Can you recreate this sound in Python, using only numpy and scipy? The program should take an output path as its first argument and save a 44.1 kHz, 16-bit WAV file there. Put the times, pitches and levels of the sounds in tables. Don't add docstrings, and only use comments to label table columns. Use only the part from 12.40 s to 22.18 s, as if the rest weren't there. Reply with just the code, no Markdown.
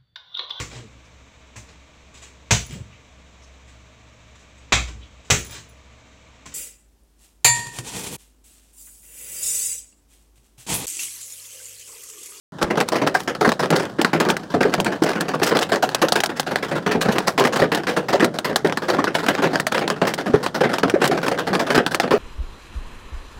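import sys
import numpy as np
from scipy import signal
from scipy.fft import rfft, irfft
from scipy.io import wavfile
from scipy.ndimage import uniform_filter1d

SR = 44100
rng = np.random.default_rng(int(sys.argv[2]) if len(sys.argv) > 2 else 0)


def wav_out(sig):
    wavfile.write(sys.argv[1], SR, np.round(np.clip(np.atleast_2d(sig).T, -1, 1) * 32767).astype(np.int16))


N = 431298
START_S = .122
THUD_EDGE_HZ, CRACK_EDGE_HZ = 526, 3260
SIZE = 8192
T = np.arange(SIZE) / SR
HZ = np.fft.rfftfreq(SIZE, 1 / SR)


def gain_of(db):
    return 10 ** (np.asarray(db) / 20)


def unit_rms(x):
    return x / np.sqrt(np.mean(x ** 2))


def decay(t60_s):
    return np.exp(-np.log(1000) * T / t60_s)


def curve_db(points, hz):
    point_hz, level_db = np.transpose(points)
    return np.interp(np.log(hz + 1), np.log(point_hz), level_db)


def add(mix, start_s, sound):
    part = mix[max(round(start_s * SR), 0):][:len(sound)]
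    part += sound[:len(part)]


def causal(gain):
    cepstrum = irfft(np.log(np.maximum(gain, gain_of(-100))))
    cepstrum[..., 1:SIZE // 2] *= 2
    cepstrum[..., SIZE // 2 + 1:] = 0
    return np.exp(rfft(cepstrum))


def grains(spread_db):
    return rng.standard_normal(N) * gain_of(spread_db * np.minimum(rng.exponential(1, N), 5))


def lumps(depth_db, length, width):
    return gain_of(depth_db * unit_rms(uniform_filter1d(rng.standard_normal(length), size=width)))


# freq_hz, level_db
RAIN_SPECTRUM = [(60, -14.5), (160, 7.5), (450, -5.5), (1700, -14), (2800, -50), (15000, -85)]


def rain(level_db=-37):
    colour = gain_of(curve_db(RAIN_SPECTRUM, np.fft.rfftfreq(N, 1 / SR)))
    wash = irfft(rfft(grains(spread_db=3)) * colour, N)
    return gain_of(level_db) * unit_rms(wash) * (np.arange(N) > START_S * SR)


def drizzle(level_db=-56):
    rolloff_db = -8 * np.log2(1 + HZ / CRACK_EDGE_HZ)
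    colour = causal(gain_of(curve_db(SPRAY_SPECTRUM, HZ) + rolloff_db))
    hiss = signal.oaconvolve(grains(spread_db=5), irfft(colour))[:N]
    return gain_of(level_db) * unit_rms(hiss) * (np.arange(N) > START_S * SR)


# freq_hz, level_db
SPRAY_SPECTRUM = [(1500, -49), (3000, 21), (5500, 19), (8500, 16.5), (12000, 9), (15500, 7.5)]


def spray(stones, gain_db, hardness_slope, scatter_db, delay_s, rise_s, t60_s, grain_db, clump_db):
    power = np.zeros(N)
    envelope = (1 - np.exp(-T / rise_s)) * decay(t60_s)
    draws = rng.standard_normal((len(stones), 2))
    for (start_s, strength_db, hardness_db), (luck, lag) in zip(stones, draws):
        gain = gain_of(gain_db + strength_db + hardness_slope * hardness_db + scatter_db * luck)
        add(power, start_s + delay_s * abs(lag), (gain * envelope) ** 2)
    clumps = lumps(clump_db, N, width=110)
    colour = causal(gain_of(curve_db(SPRAY_SPECTRUM, HZ)))
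    hiss = signal.oaconvolve(grains(grain_db) * clumps, irfft(colour))[:N]
    return np.sqrt(power) * unit_rms(hiss)


# freq_hz, level_db
BODY_SPECTRUM = [(60, -42), (100, -21.5), (160, -5), (260, -4), (460, 0.5), (750, 4), (1150, -1), (1650, 0),
                 (2250, -8), (3100, -7), (4900, -14.5), (7000, -25.5), (15500, -39.5)]


def body_bands():
    low, not_high = (1 / (1 + (HZ / edge_hz) ** 6) for edge_hz in (THUD_EDGE_HZ, CRACK_EDGE_HZ))
    split = np.sqrt([low, (1 - low) * not_high, 1 - not_high])
    return causal(split * gain_of(curve_db(BODY_SPECTRUM, HZ)))


def panel_spot(tilt_db_per_oct, uneven_db=3, count=64):
    hz = np.geomspace(HZ[1], HZ[-1], count)
    level_db = uneven_db * rng.standard_normal(count) + tilt_db_per_oct * np.log2(hz / THUD_EDGE_HZ)
    return causal(gain_of(curve_db(np.column_stack([hz, level_db]), HZ)))


def blows(stones, response):
    start_s, strength_db, hardness_db = np.transpose(stones)
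    offset_db, slope = np.transpose(response)
    return np.column_stack([start_s, strength_db[:, None] + offset_db + hardness_db[:, None] * slope])


def strikes(rows, ring_t60_s, rise_s, contact, burst, burst_t60_s, cabin, grit_db):
    out, bands = np.zeros(N), body_bands()
    ring, echo = decay(np.c_[ring_t60_s]), decay(np.c_[STEEL_T60_S])
    fall = np.sqrt(ring ** 2 + (burst * decay(burst_t60_s)) ** 2 + (cabin * echo) ** 2)
    brightness_db = rows[:, 3] - rows[:, 1]
    tilts_db_per_oct = .32 * (brightness_db - brightness_db.mean())
    for (start_s, *levels_db), tilt in zip(rows, tilts_db_per_oct):
        attack_speed = gain_of(levels_db[1] - rows[:, 2].mean())
        envelope = fall * (1 - np.exp(-T / rise_s * attack_speed))
        band_norm = np.linalg.norm(envelope, axis=1, keepdims=True)
        grit = unit_rms(lumps(grit_db, SIZE, width=120))
        drive = envelope * grit * rng.standard_normal(SIZE)
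        drive[:, :1] += contact * band_norm
        sound = irfft(rfft(drive) * bands * panel_spot(tilt))
        sound *= band_norm / np.linalg.norm(sound, axis=1, keepdims=True)
        add(out, start_s, gain_of(levels_db) @ sound)
    return out


STEEL_T60_S = [0.27, 0.17, 0.14]
# offset_db, hardness_slope
STEEL_RESPONSE = [(1.1, -0.73), (2.5, -0.27), (-6.5, 0.2634)]


def clangs(stones):
    return strikes(blows(stones, STEEL_RESPONSE), STEEL_T60_S, rise_s=.0022, contact=.2,
                   burst=1.05, burst_t60_s=.055, cabin=.14, grit_db=2.5)


HARD_T60_S = [0.045, 0.087, 0.09]


def clicks(rows):
    return strikes(rows, HARD_T60_S, rise_s=.00012, contact=.5,
                   burst=3.1, burst_t60_s=.016, cabin=.11, grit_db=2)


def pellets(count=130, strength_db=-35, hardness_db=3.5, spread_db=3):
    start_s = rng.uniform(START_S, N / SR, count)
    traits_db = np.array([strength_db, hardness_db]) + spread_db * rng.standard_normal((count, 2))
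    return clangs(np.column_stack([start_s, traits_db]))


# thud_db, clang_db, crack_db
CHIP_OFFSET_DB = [-9.5, -9, -8]


def chips(share=.54, max_hop_s=.075):
    hop, luck = rng.random((len(ROOF_STONES), 2)).T
    rows = blows(ROOF_STONES, STEEL_RESPONSE)
    rows[:, 0] += max_hop_s * hop
    rows[:, 1:] += CHIP_OFFSET_DB
    return clicks(rows[luck < share])


# start_s, pitch_hz, level_db
BIG_STONES = [(0.239, 55, -12), (0.748, 750, 3), (0.75, 1590, 1.5), (1.048, 1575, 4.5), (1.076, 226, 3),
              (1.592, 340, -1), (2.231, 1890, -5), (2.25, 410, 5.5), (2.62, 324, 4.5), (2.939, 1124, -1.5),
              (3.227, 3100, -6.5), (3.432, 744, 6), (3.637, 530, 4.5), (4.692, 196, 5.5), (5.228, 528, 6),
              (5.743, 563, 4), (5.826, 329, 7), (6.246, 418, 6), (6.587, 1114, -1), (6.67, 1476, -5),
              (6.749, 3000, -5), (7.898, 240, 1.5), (7.94, 423, 12), (7.943, 135, 1.5), (8.214, 502, 5),
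              (8.435, 404, -14), (8.539, 378, 7.5), (8.559, 553, 4), (8.697, 408, 2.5), (9.738, 410, 8)]


def knocks(t60_s=.032, rise_s=.0044, spread=.278, crowded_hz=1200, modes=7):
    out = np.zeros(N)
    envelope = np.hypot(decay(t60_s), .066 * decay(STEEL_T60_S[1])) * (1 - np.exp(-T / rise_s))
    draws = rng.uniform(-1.06, 1, (len(BIG_STONES), 2, modes))
    for (start_s, pitch_hz, level_db), (jitter, phase) in zip(BIG_STONES, draws):
        modes_hz = pitch_hz * (1 + spread * (np.linspace(-1, 1, modes) + jitter / modes))
        clack = np.sin(2 * np.pi * np.outer(T, modes_hz) + np.pi * phase).sum(1) / np.sqrt(modes)
        tonk = np.sin(2 * np.pi * pitch_hz * T)
        clack_share = pitch_hz ** 2 / (pitch_hz ** 2 + crowded_hz ** 2)
        tone = np.sqrt(1 - clack_share) * tonk + np.sqrt(clack_share) * clack
        add(out, start_s, gain_of(level_db) * envelope * tone)
    return out


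def snaps(stones, gain_db=9.5, t60_s=.008, rise_s=.0003, base_hz=1850, sweep_s=.0006):
    out = np.zeros(N)
    envelope = decay(t60_s) * (1 - np.exp(-T / rise_s))
    cycles = np.cumsum(base_hz * (1 + np.exp(-T / sweep_s))) / SR
    for (start_s, strength_db, hardness_db), place in zip(stones, rng.uniform(-1.07, 1, len(stones))):
        shift_oct = .025 * hardness_db + .45 * place
        flex = np.sin(2 * np.pi * cycles * 2 ** shift_oct)
        add(out, start_s, gain_of(gain_db + strength_db) * envelope * flex)
    return out


# offset_db, hardness_slope
HARD_RESPONSE = [(1, -0.1), (5, -0.066), (-2.5, -0.083)]
# start_s, strength_db, hardness_db
SHARP_CRACKS = [(0.2273, -15.5, 14), (0.403, -17.5, 3), (0.41, -13.5, 3.5), (0.487, -22.5, 25),
                (0.674, -17, 5), (1.091, -14, 2), (1.119, -17, -20), (1.304, -19, 27.5), (1.363, -19, 16),
                (1.615, -15, 16), (1.647, -11, -6.5), (1.801, -18.5, 14), (1.902, -15, 22.5),
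                (1.967, -21, 12), (2.231, -22, 14), (2.339, -12.5, 6), (2.401, -15.5, 16),
                (2.446, -25.5, 21), (2.636, -26, 33), (2.8086, -18.5, 28), (3.033, -16, 30),
                (3.17, -16.5, 14), (3.19, -17.5, 19), (3.228, -23, 15), (3.321, -42, -10), (3.547, -14, 14),
                (3.685, -18.5, 15.5), (3.722, -10.5, 15.5), (3.8036, -17, 15), (3.836, -12.5, 16),
                (3.8596, -22.5, 24), (3.997, -14, 18.5), (4.158, -14.5, -6), (4.7834, -14.5, 6.5),
                (4.8812, -12, 4), (4.997, -15.5, 6), (5.072, -19.5, -5), (5.348, -18.5, 14.5),
                (5.845, -14, 14), (5.987, -18.5, 14), (6.1595, -11, 20), (6.272, -28, 28),
                (6.324, -20.5, -21), (6.3727, -17, -1), (6.501, -15.5, -26), (6.642, -18, -33),
                (6.7515, -14.5, 3), (6.864, -18.5, 0), (6.8855, -15, 7), (7.157, -16, -28),
                (7.199, -16.5, 10), (7.2676, -14.5, 11), (7.322, -16.5, 2), (7.38, -17.5, -15),
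                (7.478, -18.5, 6), (7.5011, -16.5, -5), (7.738, -21, 22), (8.0629, -17.5, -28),
                (8.339, -18.5, -13), (8.384, -19, 13.5), (8.433, -17.5, -32), (8.498, -18.5, 2.5),
                (8.653, -19, 14), (8.676, -24, 27.5), (8.882, -17.5, 9), (9.152, -17, -7), (9.353, -22, 10),
                (9.378, -18, 2), (9.464, -15, 7), (9.5462, -13.5, 16), (9.5993, -12, -9)]


def sharp_cracks():
    click = gain_of(-7) * clicks(blows(SHARP_CRACKS, HARD_RESPONSE))
    spit = spray(SHARP_CRACKS, gain_db=-10, hardness_slope=.52, scatter_db=1,
                 delay_s=.0001, rise_s=.0005, t60_s=.036, grain_db=3, clump_db=3)
    return click + spit + snaps(SHARP_CRACKS)


# start_s, strength_db, hardness_db (slush below 0, hard ice above)
ROOF_STONES = [(0.215, -19.5, -1.5), (0.303, -20.5, -4), (0.373, -18.5, -3), (0.52, -18.5, -2),
               (0.556, -19, 2.5), (0.616, -20, -5), (0.666, -18.5, 0), (0.744, -19.5, 8.5),
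               (0.789, -33, 27), (0.876, -19, 3), (1.01, -15.5, -2.5), (1.048, -17.5, -2.5),
               (1.194, -18.5, 1), (1.227, -19, 0), (1.303, -22.5, -9.5), (1.326, -18.5, -4.5),
               (1.357, -19, 6), (1.392, -21, 2), (1.422, -26, 1), (1.586, -23, -6), (1.732, -16.5, -2.5),
               (1.803, -16.5, -0.5), (1.856, -25, -10.5), (1.887, -17.5, 2.5), (2.14, -21.5, -10.5),
               (2.207, -16.5, -2.5), (2.25, -23, -9), (2.323, -25.5, -2), (2.378, -28, -15),
               (2.459, -18, -0.5), (2.519, -24, -1), (2.621, -20, -4), (2.659, -20.5, 2.5), (2.688, -20, 2),
               (2.755, -24, -4.5), (2.803, -23, -1), (2.883, -21.5, 2), (2.936, -23, -4),
               (3.017, -20, -4.5), (3.03, -17.5, 15), (3.068, -17, 10.5), (3.11, -18.5, -6),
               (3.15, -17.5, -2), (3.211, -18, 7), (3.319, -14, 1), (3.425, -15.5, 6), (3.617, -13, 3.5),
               (3.756, -14, 5.5), (3.892, -24.5, 0), (3.965, -26, 9), (4.065, -22, 2.5), (4.11, -23, -1),
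               (4.226, -21, 3.5), (4.313, -22, -4), (4.354, -22, 1), (4.463, -18, -1.5),
               (4.513, -18.5, 5.5), (4.549, -25.5, -13.5), (4.61, -16.5, 9.5), (4.651, -21.5, -5.5),
               (4.685, -19.5, -4.5), (4.718, -22, 14), (4.755, -22, -3), (4.872, -17, 8.5),
               (4.978, -14, 3.5), (5.005, -17, -4), (5.048, -16, 1), (5.125, -19.5, 4), (5.158, -17, 4.5),
               (5.193, -17.5, 0), (5.218, -17.5, -5.5), (5.318, -16.5, 3), (5.369, -21.5, 0.5),
               (5.469, -19, 2.5), (5.489, -19.5, 4.5), (5.565, -17.5, -1), (5.685, -19, 2.5),
               (5.731, -15, 0), (5.803, -17.5, -0.5), (5.824, -19, -5.5), (5.94, -28, -2),
               (6.046, -17.5, 7), (6.095, -25.5, -7), (6.247, -19, -4), (6.42, -25.5, -1), (6.485, -18, -1),
               (6.532, -22, -4.5), (6.585, -21.5, -5.5), (6.672, -22, -1), (6.745, -20, 7),
               (6.785, -22, 3.5), (6.83, -24.5, -0.5), (6.884, -14.5, 2.5), (6.978, -21.5, -2.5),
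               (7.021, -18.5, -2.5), (7.038, -17, -1.5), (7.132, -20.5, -2), (7.345, -17, 2.5),
               (7.412, -21.5, -2.5), (7.502, -22.5, 0), (7.616, -17, -5), (7.67, -18, 6.5),
               (7.779, -21.5, 2), (7.86, -23, -5), (7.936, -21, -4.5), (8.029, -21.5, 6), (8.145, -19.5, 3),
               (8.207, -17, -3), (8.237, -18.5, -3), (8.292, -23.5, -3), (8.332, -21, 4.5),
               (8.431, -20.5, -10), (8.539, -25, -8.5), (8.616, -16, -1), (8.64, -14.5, 5.5),
               (8.712, -18, -4), (8.772, -24.5, -1), (8.83, -21, 2), (8.862, -21, 2.5), (8.914, -20, -2),
               (8.985, -19.5, 3), (9.069, -20, 0.5), (9.101, -32, -17.5), (9.131, -18, -0.5),
               (9.194, -16.5, 2.5), (9.266, -22, 1.5), (9.303, -16.5, 0.5), (9.347, -14.5, 1),
               (9.378, -15, -3.5), (9.511, -22, 5), (9.632, -22.5, -5), (9.708, -16, -1.5),
               (9.729, -20.5, -4.5)]


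def roof():
    splash = spray(ROOF_STONES, gain_db=-15, hardness_slope=.7, scatter_db=2,
                   delay_s=.003, rise_s=.004, t60_s=.08, grain_db=3.5, clump_db=5.5)
    return gain_of(1.09) * clangs(ROOF_STONES) + splash


def scene():
    hail = roof() + pellets() + sharp_cracks() + knocks() + chips()
    return (hail + rain() + drizzle())[None]


def record(dry, ceiling=.72, cutoff_hz=15900):
    rounded = dry / (1 + abs(dry / ceiling) ** 6) ** (1 / 6)
    lowpass = signal.firwin(401, cutoff_hz, window=("kaiser", 8), fs=SR)
    return signal.oaconvolve(rounded, lowpass[None], "same")


dry = scene()
out = record(dry)
wav_out(out)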